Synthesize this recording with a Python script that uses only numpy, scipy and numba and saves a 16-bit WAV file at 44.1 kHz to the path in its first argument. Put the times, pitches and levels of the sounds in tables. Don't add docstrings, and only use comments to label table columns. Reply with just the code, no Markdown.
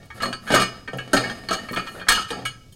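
import sys
import numpy as np
from scipy import signal
from scipy.fft import rfft, irfft
from scipy.io import wavfile
from scipy.ndimage import uniform_filter1d
from numba import njit

SR = 44100
rng = np.random.default_rng(int(sys.argv[2]) if len(sys.argv) > 2 else 0)


def bounce(signal):
    frames = np.transpose(np.atleast_2d(signal))
    limited = np.clip(frames, -1, 1)
    pcm = np.round(limited * 32767).astype(np.int16)
    wavfile.write(sys.argv[1], SR, pcm)


def linear_from_db(decibels):
    return 10 ** (np.asarray(decibels, float) / 20)


N = 121275

# [f/Hz, level/dB per Hz]
AIR_COLOUR = [
    (25, 4),
    (60, 2.5),
    (118, 8),
    (220, -3),
    (700, -18),
    (1500, -33),
    (5000, -23),
    (16000, -38.5),
]
# [t/s, length/s, stick-slip level/dB, hiss level/dB]
SLIDES = [(0.134, 0.073, -46, -56), (0.411, 0.17, -43.5, -53.5), (1.065, 0.34, -42.5, -62),
          (1.162, 0.37, -48, -74), (1.542, 0.16, -45.5, -81), (1.843, 0.2, -51.5, -55.5),
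          (1.931, .1, -51.5, -73), (2.29, 0.17, -43.5, -73), (0.495, .17, -28.5, -62),
          (2.043, 0.19, -39, -64), (-.06, 0.16, -55.5, -81), (0.622, 0.25, -51, -70),
          (0.884, 0.24, -51.5, -66), (1.31, 0.58, -65, -63), (1.659, 0.25, -51.5, -63)]
# [t/s, level/dB, decay/s, centre f/Hz]
GRIT_TICKS = [
    (.055, -55, .008, 9000),
    (.973, -44.5, .008, 12000),
    (1.713, -45, .005, 7000),
    (1.722, -38, .007, 13000),
    (1.746, -39, .006, 9000),
    (1.885, -54, .012, 14000),
    (2.365, -61, 0.0041, 13000),
    (2.7246, -53, .012, 11000),
]
# [t/s, peak level/dB, treble level/dB against the whole, chatter/s, favoured f/Hz]
EARLY_CLINKS = [(0.1029, -28, -27.5, 0.011, 1250), (0.2028, -16, -24, 0.024, 1230),
                (0.2206, -15.5, -12.5, 0.025, 1210), (0.231, -13.5, -22.5, 0.0036, 1320),
                (0.2567, -17, -22, 0.0035, 1160), (0.3278, -15.5, -21, 0.0049, 1430),
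                (0.476, -16, -21.5, 0.033, 1620), (0.5026, -7, -23, 0.049, 1420),
                (0.5193, -8, -16, 0.037, 1300), (0.5399, -2.5, -19.5, 0.023, 1260),
                (0.5982, -8, -17, 0.025, 1070), (0.6179, -10, -16.5, 0.0075, 1830),
                (0.932, -23, -24, 0.0067, 1310), (0.9849, -19, -24.5, 0.01, 2940),
                (1.1318, -5, -15, 0.014, 1710), (1.1664, -6.5, -19.5, 0.021, 4660),
                (1.2383, -16, -25, 0.016, 1970), (1.2977, -18.5, -21.5, 0.0044, 1415)]
LATE_CLINKS = [(1.4868, -17.5, -18.5, 0.0018, 4540), (1.5076, -10, -20, 0.019, 1230),
               (1.5287, -10, -17, 0.012, 4270), (1.5892, -29, -25, 0.002, 1720),
               (1.687, -23.5, -27, 0.013, 2000), (1.7309, -19, -21, 0.006, 1320),
               (1.7611, -15.5, -21.5, 0.0056, 2500), (1.7712, -12, -24.5, 0.021, 1440),
               (1.866, -22.5, -26.5, 0.015, 1390), (1.951, -27.5, -27, 0.0095, 1440),
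               (2.0147, -26, -31.5, 0.0086, 1350), (2.1198, -6.5, -12.5, 0.0097, 3200),
               (2.3042, -14.5, -17.5, 0.0086, 1930), (2.7228, -44, -4.5, 0.0069, 3200)]
# [t/s, peak level/dB, treble level/dB against the whole, chatter/s, favoured f/Hz]
TOUCHES = [(2.069, -29.5, -46.5, 0.016, 1240), (2.0845, -7, -15, 0.0024, 1140),
           (2.0867, -3, -12, 0.0031, 1710), (2.091, -5, -13.5, .006, 3280), (2.1, -4.5, -18.5, 0.011, 1270),
           (2.112, -10, -16.5, .008, 1750), (2.148, -9.5, -18, 0.028, 3120),
           (2.175, -16, -27.5, 0.019, 1290), (2.189, -22, -15, 0.037, 2840), (2.215, -24, -15, .012, 3300),
           (2.284, -26, -14, 0.015, 3180), (2.291, -28.5, -24, 0.0069, 1860), (2.328, -26, -24, 0.01, 1270),
           (2.4525, -20.5, -8.5, 0.008, 2200), (2.4549, -22, -25.5, 0.005, 1620),
           (2.459, -18.5, -17.5, 0.016, 3200), (0.876, -20.5, -30, 0.0084, 2230),
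           (0.5454, -13.5, -5.5, 0.0077, 4320), (0.559, -9.5, -34, 0.017, 1210),
           (1.9805, -36, -35, 0.0038, 1690), (1.9971, -25, -31.5, 0.014, 3270),
           (1.491, -20, -34, 0.011, 2840), (1.872, -22.5, -25, 0.003, 3200), (0.468, -28.5, -25, .01, 1520)]
# [level/dB, t60/s]
CANISTER_HZ = [1192, 1268, 1296, 1330, 1556, 1655, 1825, 2235, 2311, 2435, 2918, 2893, 3225, 2963]
CANISTER_RING = [(-5.5, 0.13), (-3, 0.084), (-6.5, 0.16), (-4.5, 0.077), (-8, 0.12), (0.5, 0.078),
                 (-2, 0.14), (-7, 0.14), (-14.5, 0.15), (-10, 0.23), (-11.5, 0.19), (-11.5, 0.18),
                 (-5, 0.092), (-12, 0.21)]
# [level/dB, t60/s]
PIPES_HZ = [2509, 3620, 4245, 4320, 4573, 5024, 6200, 6592, 6700, 8425, 8560, 7986, 9496, 4987]
PIPES_RING = [(-17.5, 0.19), (-18, 0.11), (-17.5, 0.12), (-6.5, 0.17), (-16, 0.32), (-22.5, 0.83),
              (-27.5, 0.4), (-20.5, .22), (-19.5, 0.26), (-30, 0.081), (-15.5, 0.1), (-37, 0.17),
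              (-21, 0.2), (-29, 0.21)]
# [f/Hz, level/dB]
SHEET_COLOUR = [(300, -24), (1200, -12), (2000, -20), (3300, -13.5), (5000, -18), (9500, -23.5),
                (12000, -30), (16000, -40)]
# [t/s, level/dB, f/Hz, t60/s]
PINGS = [(.104, -39, 2240, 0.14), (.329, -30.5, 4560, 0.2), (.5385, -8, 586, 0.048),
         (.879, -32, 2285, 0.098), (.986, -24, 1652, 0.14), (1.145, -18.5, 1815, .16),
         (2.13, -22.5, 1269, 0.34), (2.4525, -24.5, 2246, 0.14), (2.454, -28.5, 2925, 0.23),
         (2.455, -25.5, 1303, 0.14), (2.7246, -49.5, 3140, 0.071)]
# [t/s, peak level/dB, chatter/s, favoured f/Hz]
BUMPS = [(0.22, -14, 0.026, 546), (0.259, -19.5, 0.072, 215), (0.503, -7, 0.015, 280),
         (0.519, -8, 0.0059, 177), (0.539, -4, 0.0052, 567), (0.599, -19.5, 0.036, 355),
         (0.878, -28, 0.078, 430), (0.933, -15.5, 0.033, 490), (1.133, -5, 0.014, 532),
         (1.169, -11, 0.06, 460), (1.239, -20, 0.046, 392), (1.488, -27, 0.009, 353),
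         (1.507, -11.5, 0.026, 670), (1.711, -20.5, 0.019, 240), (1.761, -16.5, 0.046, 184),
         (1.946, -22, 0.07, 191), (2.083, -20.5, 0.052, 700), (2.306, -14, 0.026, 867),
         (2.329, -35, 0.025, 537), (2.369, -19.5, 0.077, 127), (0.679, -28, .06, 205), (.76, -32, .06, 210),
         (1.142, -9.5, 0.016, 278), (1.776, -23.5, 0.0086, 597)]
# [f/Hz, level/dB, t60/s]
FRAME_MODES = [(127, -9.5, 0.51), (190.5, -4, 0.16), (244, -2, 0.088), (278.7, -5.5, 0.13), (370, -8, 0.1),
               (417.3, -8, 0.17), (480.2, -4, 0.06), (542.6, -6, 0.087), (584, -15, 0.11), (639, 0, 0.039),
               (755, -5, 0.086), (827, -3, 0.047), (332, -10, 0.089)]
# [t/s, share of ringing left, length/s]
MUTES = [
    (2.126, 0.74, 0.0031),
    (2.23, 0.55, 0.0069),
    (3, .45, .004),
    (1.8, 0.65, 0.008),
    (0.48, 1, 0.0092),
    (1.553, 0.61, 0.0058),
    (0.672, 0.7, 0.03),
    (1.785, 0.82, .004),
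    (.91, 1, 0.013),
]

AIR_DB, HUM_HZ, HUM_DB = -49, 123, -73
DRAG_PER_S, GRAIN_DB = 4000, 2
DRAG_DB, DRAG_FRAME_DB = -32, -26.5
CLINK_DB, BUMP_DB = -18, -14.5
CHATTER_PER_S, CHATTER_DB, RISE_S = 5000, 2.5, 0.00017
TOUCH, TOUCH_SAMPLES = 6, 2
SPOT_DB, SPOT_OCTAVES, SCATTER_DB = 8, 0.21, 3.5
USUAL_TREBLE_DB, TREBLE_HZ = -21.5, 2840
CRASH = 0.21
TWIN_SHARE, TWIN_DB, TWIN_T60 = 0.0097, -4.5, 0.52
SHEET_T60_S, SHEET_DAMP = 0.099, 0.14
JOLT_DB, JOLT_HZ = -29, 33
PING_RISE_S = 0.0012
BASS_CUT_HZ = 119
ROOM_DB, ROOM_T60_S, ROOM_HZ = -20.5, 0.54, 5200


def colour(x, points):
    hz, db = np.array(points, float).T
    bins_hz = np.maximum(np.fft.rfftfreq(len(x), 1 / SR), 1)
    gain = linear_from_db(np.interp(np.log(bins_hz), np.log(hz), db))
    return irfft(rfft(x) * gain, len(x))


def unit(x):
    return x / np.sqrt(np.mean(x ** 2))


def garage():
    t = np.arange(N) / SR
    air = linear_from_db(AIR_DB) * unit(colour(rng.standard_normal(N), AIR_COLOUR))
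    waver = unit(uniform_filter1d(rng.standard_normal(N), SR // 8))
    return air + linear_from_db(HUM_DB + 2 * waver) * np.sin(2 * np.pi * HUM_HZ * t)


def clicks(shape, per_s):
    u = rng.random(shape + (2,))
    chance = per_s / SR
    sign = np.where(u[..., 0] < chance / 2, 1, -1)
    size = linear_from_db(-CHATTER_DB * np.log(1 - u[..., 1]))
    return size * sign * np.clip((chance - u[..., 0]) * 1e5, 0, 1)


def drag():
    start, length, db, hiss_db = np.array(SLIDES, float).T[..., None]
    hump = np.sin(np.pi * np.clip((np.arange(N) / SR - start) / length, 0, 1))
    grain = linear_from_db(GRAIN_DB * unit(uniform_filter1d(rng.standard_normal(N), SR // 100)))
    hiss_colour = [(3000, -16), (6000, -3), (10000, 7), (15000, -4), (16000, -12)]
    hiss = unit(colour(rng.standard_normal(N), hiss_colour))
    ticks = grain * (hump * linear_from_db(db)).sum(0) * unit(clicks((N,), DRAG_PER_S))
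    return ticks, (hump * linear_from_db(hiss_db)).sum(0) * hiss


def grit():
    out, t = np.zeros(N + SR // 10), np.arange(SR // 10) / SR
    for s, db, decay, hz in GRIT_TICKS:
        puff_colour = [(hz / 4, -30), (hz / 1.6, -6), (hz, 0), (hz * 2, -8)]
        puff = unit(colour(rng.standard_normal(len(t)), puff_colour))
        first = int(s * SR)
        out[first:first + len(t)] += linear_from_db(db) * puff * np.exp(-t / decay)
    return out[:N]


def chatter(length_s):
    t, fade_s = np.arange(SR // 10) / SR, np.clip(length_s, .002, .06)[:, None]
    x = clicks((len(fade_s), len(t)), CHATTER_PER_S)
    x = x * (1 - np.exp(-t / RISE_S)) * np.exp(-(t / fade_s) ** 0.76)
    x[:, 8:8 + TOUCH_SAMPLES] += TOUCH * np.hanning(TOUCH_SAMPLES + 2)[1:-1] / 1.71
    return x / np.sqrt(np.sum(x ** 2, axis=1, keepdims=True))


@njit
def ring(starts, pushes, gains, steady, steady_gain, poles, left):
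    n, out = len(steady), np.zeros(len(steady))
    for m in range(len(poles)):
        x, z = steady * steady_gain[m], 0j
        for e in range(len(starts)):
            k = min(pushes.shape[1], n - starts[e])
            x[starts[e]:starts[e] + k] += gains[e, m] * pushes[e, :k]
        for i in range(n):
            z = z * poles[m] * left[i] + x[i]
            out[i] += z.imag
    return out


def body(modes, s, db, length_s, spot_hz, treble_db, steady, tuned, left):
    hz, mode_db, t60 = np.array(modes, float).T
    chance = rng.standard_normal((len(s) + 1, 2, len(hz)))
    octaves = np.log2(hz / spot_hz[:, None])
    where = SPOT_DB * np.exp(-(octaves / SPOT_OCTAVES) ** 2) + SCATTER_DB * chance[1:, 0]
    slope = np.clip(np.log2(hz / TREBLE_HZ) / 1.44, -.5, 1.7)
    tilt = (treble_db[:, None] - USUAL_TREBLE_DB) * slope
    tilt = tilt + CRASH * (db - db.max())[:, None] * (np.arange(len(hz)) >= tuned)
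    poles = np.exp(2j * np.pi * hz / SR - np.log(1000) / (np.maximum(t60, .01) * SR))
    sign = np.sign(chance[:, 1])
    gains = sign[1:] * linear_from_db(db[:, None] + mode_db + where + tilt)
    starts = (s * SR).astype(np.int64)
    steady = steady + 1e-18
    return ring(starts, chatter(length_s), gains, steady, sign[0] * linear_from_db(mode_db), poles, left)


def twinned(modes, spread):
    offset = TWIN_SHARE * (rng.random(len(modes)) + 0.3)
    shift = 1 + spread * offset * np.where(rng.random(len(modes)) < .5, 1, -1)
    return modes + [(f * k, db + TWIN_DB, t60 * TWIN_T60) for (f, db, t60), k in zip(modes, shift)]


def sheet():
    u = rng.random((3, 250))
    points_hz, points_db = np.array(SHEET_COLOUR, float).T
    hz = 300 * 53 ** ((np.arange(250) + u[0]) / 250) ** .6
    db = np.interp(np.log(hz), np.log(points_hz), points_db) + 6 * (u[1] - .5)
    return list(zip(hz, db, SHEET_T60_S * (2000 / hz) ** SHEET_DAMP * (0.17 + u[2])))


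def exhaust(ticks):
    s, db, treble_db, length_s, spot_hz = np.array(EARLY_CLINKS + LATE_CLINKS + TOUCHES, float).T
    tuned = [(f, *m) for f, m in zip(CANISTER_HZ + PIPES_HZ, CANISTER_RING + PIPES_RING)]
    modes = twinned(tuned, 0.62) + sheet()
    return body(modes, s, db + CLINK_DB, length_s, spot_hz, treble_db,
                ticks * linear_from_db(DRAG_DB), 2 * len(tuned), muting())


def jolt():
    s, db = np.array(EARLY_CLINKS + LATE_CLINKS + TOUCHES, float).T[:2]
    x = np.zeros(N)
    x[(s * SR).astype(int)] = linear_from_db(db)
    band = signal.butter(2, [JOLT_HZ / 2, JOLT_HZ * 1.25], "band", fs=SR)
    return linear_from_db(JOLT_DB) * SR / JOLT_HZ / 2 * signal.lfilter(*band, x)


def pings():
    s, db, hz, t60 = np.array(PINGS, float).T[..., None]
    t = np.maximum(np.arange(N) / SR - s, 0)
    swell = linear_from_db(db) * (1 - np.exp(-t / PING_RISE_S))
    fade = np.exp(-np.log(1000) * t / t60)
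    return (swell * fade * np.sin(2 * np.pi * hz * t)).sum(0)


def frame(ticks):
    s, db, length_s, spot_hz = np.array(BUMPS, float).T
    treble_db = np.full(len(s), float(USUAL_TREBLE_DB))
    return body(twinned(FRAME_MODES, 8.1), s, db + BUMP_DB, length_s, spot_hz, treble_db,
                ticks * linear_from_db(DRAG_FRAME_DB), 2 * len(FRAME_MODES), np.ones(N))


def muting():
    start, left, length = np.array(MUTES, float).T[..., None]
    t = (np.arange(N) / SR - start) / np.maximum(length, .001)
    press = np.pi / 2 * np.sin(np.pi * np.clip(t, 0, 1)) / (length * SR)
    return np.exp((np.log(np.clip(left, .05, 1)) * press).sum(0))


def room(x):
    t = np.arange(SR // 2) / SR
    tail = rng.standard_normal(len(t)) * np.exp(-np.log(1000) * t / ROOM_T60_S)
    tail = tail * np.clip(t / 0.01 - .3, 0, 1)
    tail = signal.lfilter(*signal.butter(1, ROOM_HZ, fs=SR), tail)
    return linear_from_db(ROOM_DB) * signal.fftconvolve(x, tail / np.sqrt(np.sum(tail ** 2)))[:N]


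def scene():
    ticks, hiss = drag()
    metal = exhaust(ticks) + frame(ticks) + pings()
    near = signal.lfilter(*signal.butter(2, BASS_CUT_HZ, "high", fs=SR), metal) + hiss + grit()
    return (near + room(near) + jolt() + garage())[None]


def band_limit(x):
    return signal.sosfilt(signal.butter(12, 16820, fs=SR, output="sos"), x)


def record(dry):
    rounded = np.tanh(dry / 0.98) * 1.116
    top_cut = signal.ellip(8, .3, 45, 15900, fs=SR, output="sos")
    return band_limit(signal.sosfilt(top_cut, rounded))


dry = scene()
out = record(dry)
bounce(out)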